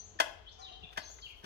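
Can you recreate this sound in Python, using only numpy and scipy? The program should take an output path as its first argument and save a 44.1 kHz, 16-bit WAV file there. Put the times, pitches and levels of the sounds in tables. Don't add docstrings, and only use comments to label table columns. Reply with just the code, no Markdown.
import sys
import numpy as np
from scipy import signal
from scipy.fft import rfft, irfft
from scipy.io import wavfile
from scipy.ndimage import uniform_filter1d

SR = 44100
rng = np.random.default_rng(int(sys.argv[2]) if len(sys.argv) > 2 else 0)


def linear_from_db(decibels):
    return 10 ** (np.asarray(decibels, float) / 20)


def inscribe(sig):
    pcm = np.round(np.clip(np.atleast_2d(sig).T, -1, 1) * 32767)
    wavfile.write(sys.argv[1], SR, pcm.astype(np.int16))


N = 63945
T = np.arange(N) / SR
LAG_S = 0.00048


def read(table, hz):
    table = np.array(table, float)
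    return np.interp(np.log(np.maximum(hz, 1)), np.log(table[:, 0]), table[:, 1])


def colour(x, table, share=1):
    hz = np.fft.rfftfreq(x.shape[-1], 1 / SR)
    return irfft(rfft(x) * linear_from_db(share * read(table, hz)), x.shape[-1])


def unit(x):
    return x / np.sqrt(np.mean(x ** 2))


def noise_through(order, hz, kind, shape=N):
    sos = signal.butter(order, hz, kind, fs=SR, output="sos")
    return signal.sosfilt(sos, rng.standard_normal(shape))


def walk(rate):
    hold = int(SR / rate)
    steps = np.repeat(rng.standard_normal(N // hold + 1), hold)
    return unit(uniform_filter1d(uniform_filter1d(steps, hold), hold)[:N])


def hump(start, rise, fall):
    u = np.maximum(T - start, 0)
    return (1 - np.exp(-u / rise)) * np.exp(-u / fall)


def ring(x, hz, t60):
    pole = np.exp(2j * np.pi * hz / SR - np.log(1000) / (t60 * SR))
    return signal.lfilter([1], [1, -pole], x).imag


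def whistle(hz):
    return np.sin(2 * np.pi * np.cumsum(hz) / SR)


def tail(t60, band=None):
    noise = noise_through(2, band, "bandpass", (2, N)) if band else rng.standard_normal((2, N))
    noise = noise * np.exp(-np.log(1000) * T / t60) * np.minimum(T / 0.0035, 1) ** 2
    return noise / np.sqrt(np.sum(noise ** 2) / 2)


def tilt(left_db):
    return linear_from_db(np.array([[left_db], [-left_db]]) / 2)


# (frequency [Hz], relative level [dB per Hz])
AIR_COLOUR = [(12, -65), (20, -3.5), (65, 4), (146, -17), (310, -19), (433, -15), (542, -19), (697, -16.5),
              (2190, -28), (3160, -24), (6350, -35), (9390, -55), (16000, -51)]


def rumble_and_leaves():
    out, swell = 0, walk(7.4)
    for hz in 22 * 2 ** np.arange(0, 9.6, 0.5):
        band = [hz / 2 ** 0.25, hz * 2 ** 0.25]
        mid, side = noise_through(2, band, "bandpass", (2, N))
        width = np.clip(hz / 136, 0.4, 1)
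        stereo = mid + width * side * np.array([[1], [-1]])
        out = out + linear_from_db(0.27 * swell + 0.4 * walk(13.8)) * stereo
    return unit(colour(out, AIR_COLOUR)) * linear_from_db(-59.5)


def hum():
    return linear_from_db(-65.5 + 1.7 * walk(36)) * whistle(50 + 1.6 * walk(9.1))


def drone():
    hz, level_db, fade_s = 197, -72, 0.29
    fade = 1 / (1 + (T / fade_s) ** 8)
    return linear_from_db(level_db + 3.6 * walk(31)) * np.sin(2 * np.pi * hz * T) * fade


# (frequency [Hz], level [dB])
FAR_TONES = [(434.3, -74), (91.3, -71.5)]


def far_tones():
    out = 0
    for hz, db in FAR_TONES:
        out = out + linear_from_db(db + 5.8 * walk(19.96)) * whistle(hz * (1 + 0.01423 * walk(13)))
    return out


def air():
    return (rumble_and_leaves() + hum() + drone() + far_tones()) * tilt(5)


# (time [s], length [s], start frequency [Hz], end frequency [Hz], level [dB], warble rms [Hz])
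BIRD_NOTES = [(-.06, 0.076, 6072, 6280, -48.5, 61.6), (-.06, 0.038, 4273, 4360, -55.5, 211),
              (-.05, 0.081, 3400, 3400, -70, 59.5), (-.03, 0.073, 5800, 5800, -65, 39.8),
              (0.039, 0.022, 6270, 6870, -54.5, 62), (0.064, 0.048, 7320, 6370, -62, 299),
              (0.093, 0.037, 6460, 6450, -62.5, 146), (0.459, 0.028, 2968, 3150, -55, 57.3),
              (0.465, 0.035, 3192, 3640, -51.5, 81), (0.478, 0.026, 3870, 4400, -59, 197),
              (0.509, 0.044, 4900, 5800, -62, 500), (0.515, 0.017, 6900, 7000, -70.5, 152),
              (0.588, 0.036, 6270, 5470, -61, 78), (0.614, .05, 4190, 3600, -49, 60.3),
              (0.643, .06, 3716, 2747, -50.5, 153), (0.692, 0.065, 3900, 3800, -57, 146.7),
              (0.729, 0.04, 3150, 3150, -54.5, 41.2), (0.82, 0.0372, 2890, 2490, -52, 81.6),
              (0.832, 0.022, 3250, 3686, -47, 83), (0.979, .07, 4880, 4226, -53, 400),
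              (1.027, 0.072, 6390, 6130, -52, 50), (1.045, 0.033, 5500, 6000, -58, 82.3),
              (1.06, 0.041, 3474, 3360, -61.5, 100.3), (1.088, 0.046, 6360, 6900, -52.5, 97),
              (1.15, 0.044, 6500, 6170, -60.5, 96.8), (1.213, 0.027, 4780, 4316, -53, 313),
              (1.223, 0.027, 3250, 3150, -46.5, 30.7), (1.255, 0.019, 3157, 2560, -44, 81.4),
              (1.281, 0.074, 2350, 2180, -67, 50), (1.293, 0.061, 3226, 3250, -55.5, 29.8),
              (1.299, 0.018, 2450, 2505, -54.5, 79.8)]


def songbirds(t):
    song = np.zeros(len(t))
    warble = np.resize(walk(770), len(t))
    for s, length, hz0, hz1, db, warble_hz in BIRD_NOTES:
        u = np.clip((t - s) / length, 0, 1)
        tone = whistle(hz0 + (hz1 - hz0) * u + warble_hz * warble)
        song = song + linear_from_db(db) * np.sin(np.pi * u) ** 0.5 * tone
    return song


# (frequency [Hz], relative level [dB per Hz])
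GRIT_COLOUR = [(1180, -6.5), (2000, -15), (3250, -9), (3980, -21.5), (5630, -13.5), (12600, -24),
               (16000, -37)]


def grit_noise():
    return unit(colour(rng.standard_normal(N) * linear_from_db(5.4 * rng.standard_normal(N)), GRIT_COLOUR))


# (time [s], level ahead of doubling [dB], centre frequency [Hz], grit relative to the puff [dB])
SOLE_SCUFFS = [(0.154, -53, 287, -40), (0.71, -57, 400, -36), (0.827, -56, 266, -31),
               (0.836, -54.5, 76, -63), (0.927, -58.5, 1204, 0), (0.977, -56.5, 150, -48),
               (1.095, -54.5, 610, -12), (1.184, -55, 1400, -11), (1.436, -48.5, 258, -47)]


def scuffs(grit):
    out = np.zeros(N)
    for s, db, hz, grit_db in SOLE_SCUFFS:
        puff = unit(noise_through(2, [hz / 1.62, hz * 1.68], "bandpass"))
        envelope = hump(s, 0.0037, 0.0042 + 0.91 / hz)
        out = out + linear_from_db(db) * envelope * 2 * (puff + linear_from_db(grit_db) * grit)
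    return out


# (time [s], level [dB], foot 0 or 1, grit level [dB], skim level [dB])
HEEL_STRIKES = [(0.1998, -16.5, 1, -9, -36), (.9725, -27, 1, -10, -38.5), (1.441, -44.5, 1, -4, -26)]
# (delay [s], relative level [dB])
WEIGHT_KNOCKS = [(.0002, -9), (.0021, 0.5), (.0040, 2), (.0049, 1.5), (.0085, -9), (0.0115, -17.5)]
# (frequency [Hz], level on foot 0 [dB], level on foot 1 [dB], t60 [s])
SHOE_MODES = [(373, -13, -16, 0.029), (608, -4, -27, 0.098), (704, -9, -4.5, 0.023),
              (855, -14, -5.5, 0.023), (931, -12, -5, 0.021), (1108, -9, -18, 0.014), (1486, -4, -9, 0.026),
              (1677, -3, -1, 0.018), (1880, -7, -9, 0.026), (2033, -10, -19.5, 0.066),
              (2510, -17, -15, 0.018), (3150, -32, -48, 0.28), (3250, -9, -10, 0.01),
              (3623, -16, -23, 0.015), (4400, -19, -21, 0.01), (5800, -22, -13, 0.01),
              (6900, -23, -17.5, 0.012)]


def heel_strikes(grit):
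    skim_s, roll_s, chatter_per_s, sole_cut_hz = 0.012, 0.0051, 1600, 342
    chatter = (rng.random(N) < chatter_per_s / SR) * rng.standard_normal(N)
    rasp = noise_through(3, 1200, "highpass")
    out = np.zeros(N)
    for s, db, foot, grit_db, skim_db in HEEL_STRIKES:
        push = linear_from_db(-8) * chatter * hump(s, 0.0014, roll_s)
        push = push + linear_from_db(skim_db) * rasp * (T > s - skim_s) * (T < s)
        for delay, knock_db in WEIGHT_KNOCKS:
            knock = np.maximum(1 - abs(T - s - delay) * SR, 0)
            push = push + linear_from_db(knock_db) * knock
        sole = 0
        for k, (hz, *feet_db, t60) in enumerate(SHOE_MODES):
            sole = sole + (-1) ** k * linear_from_db(feet_db[foot]) * ring(push, hz, t60)
        crack = linear_from_db(grit_db) * grit * hump(s, 0.00042, 0.0079)
        out = out + linear_from_db(db) * (sole / 2 + crack)
    sos = signal.butter(4, sole_cut_hz, "highpass", fs=SR, output="sos")
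    return signal.sosfilt(sos, out)


# (frequency [Hz], level [dB], t60 [s])
CLANK_PARTIALS = [(738.5, -49.5, 0.89), (843, -64, 0.7), (1040, -58.5, 0.49), (1400, -64.5, 0.41),
                  (1750, -70.5, 0.69), (1182, -55, 0.35), (1950, -72, 0.6), (2350, -67, 0.38),
                  (4700, -62.5, 0.63), (5000, -63, 0.42), (6500, -63.5, 0.42), (8340, -74.5, 0.15),
                  (9050, -80, .2)]


def far_clank(t):
    start_s, swell_s, waver_hz = 0.5827, 0.01, 9.52
    u = np.maximum(t - start_s, 0)
    out = 0
    for hz, db, t60 in CLANK_PARTIALS:
        envelope = (1 - np.exp(-u / swell_s)) * np.exp(-np.log(1000) * u / t60)
        waver = (waver_hz + 0.0061 * hz) * np.resize(walk(40.32), len(t))
        out = out + linear_from_db(db) * envelope * whistle(hz + waver)
    return out


# (time [s], length [s], level ahead of the flutter [dB])
GRIT_DRAGS = [(0.907, 0.065, -72), (1.02, 0.23, -77), (1.222, 0.11, -71), (1.33, 0.38, -74.5)]


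def drags():
    sand = noise_through(2, 5860, "highpass") * linear_from_db(3.4 * walk(60.94))
    swells = 0
    for s, length, db in GRIT_DRAGS:
        swells = swells + linear_from_db(db) * np.sin(np.pi * np.clip((T - s) / length, 0, 1)) ** 0.5
    return sand * swells


# (time [s], level ahead of the envelope [dB])
GRAIN_SNAPS = [(.9245, -56), (.929, -51), (.934, -50)]


def snaps(grit):
    return grit * sum(linear_from_db(db) * hump(s, 0.0002, 0.00056) for s, db in GRAIN_SNAPS)


def shoes():
    grit = grit_noise()
    return scuffs(grit) + heel_strikes(grit) + drags() + snaps(grit)


# (frequency [Hz], full level [dB])
STEP_TONE = [(60, -36), (110, 7), (200, 7), (380, -2.5), (700, 12), (1290, 10), (2380, 10.5), (4400, 15.5),
             (8120, -5), (15000, 8)]
# (centre frequency [Hz],
# t60 near car and fence [s], near level [dB], t60 of the wood [s], wood level [dB])
ECHO_BANDS = [(400, 0.2, -18.5, 0.49, -5), (928, 0.055, -10.5, 0.42, -13.5), (2160, 0.094, -8.5, 0.63, -13),
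              (4040, 0.033, -6, 0.39, -8.5), (8000, 0.074, -5.5, 0.3, -20.5), (13600, 0.1, -15, 0.31, -9)]


def ground(x):
    left = colour(np.interp(T - LAG_S, T, x), STEP_TONE, share=0.72)
    right = colour(x, STEP_TONE, share=0.048)
    direct = np.array([left, right])
    room = 0
    for hz, near_t60, near_db, far_t60, far_db in ECHO_BANDS:
        band = [hz / 1.57, min(hz * 1.75, 18000)]
        part = np.sqrt((band[1] - band[0]) / (SR / 2))
        room = room + part * (linear_from_db(near_db) * tail(near_t60, band) + linear_from_db(far_db) * tail(far_t60, band))
    return direct + np.array([signal.fftconvolve(d, r)[:N] for d, r in zip(direct, room)])


def through_trees():
    pad = SR // 10
    t = np.arange(-pad, N) / SR
    song = songbirds(t) + far_clank(t)
    wet = np.array([signal.fftconvolve(song, r)[:N + pad] for r in tail(0.58)])
    direct = np.array([np.interp(t - LAG_S, t, song), song])
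    return (wet + direct)[:, pad:] * tilt(7)


def scene():
    return air() + through_trees() + ground(shoes())


def roll_off(x):
    return signal.sosfilt(signal.butter(12, 16130, fs=SR, output="sos"), x)


def record(dry):
    sos = signal.butter(3, 33, "highpass", fs=SR, output="sos")
    mix = signal.sosfilt(sos, dry)
    return roll_off(mix)


dry = scene()
out = record(dry)
inscribe(out)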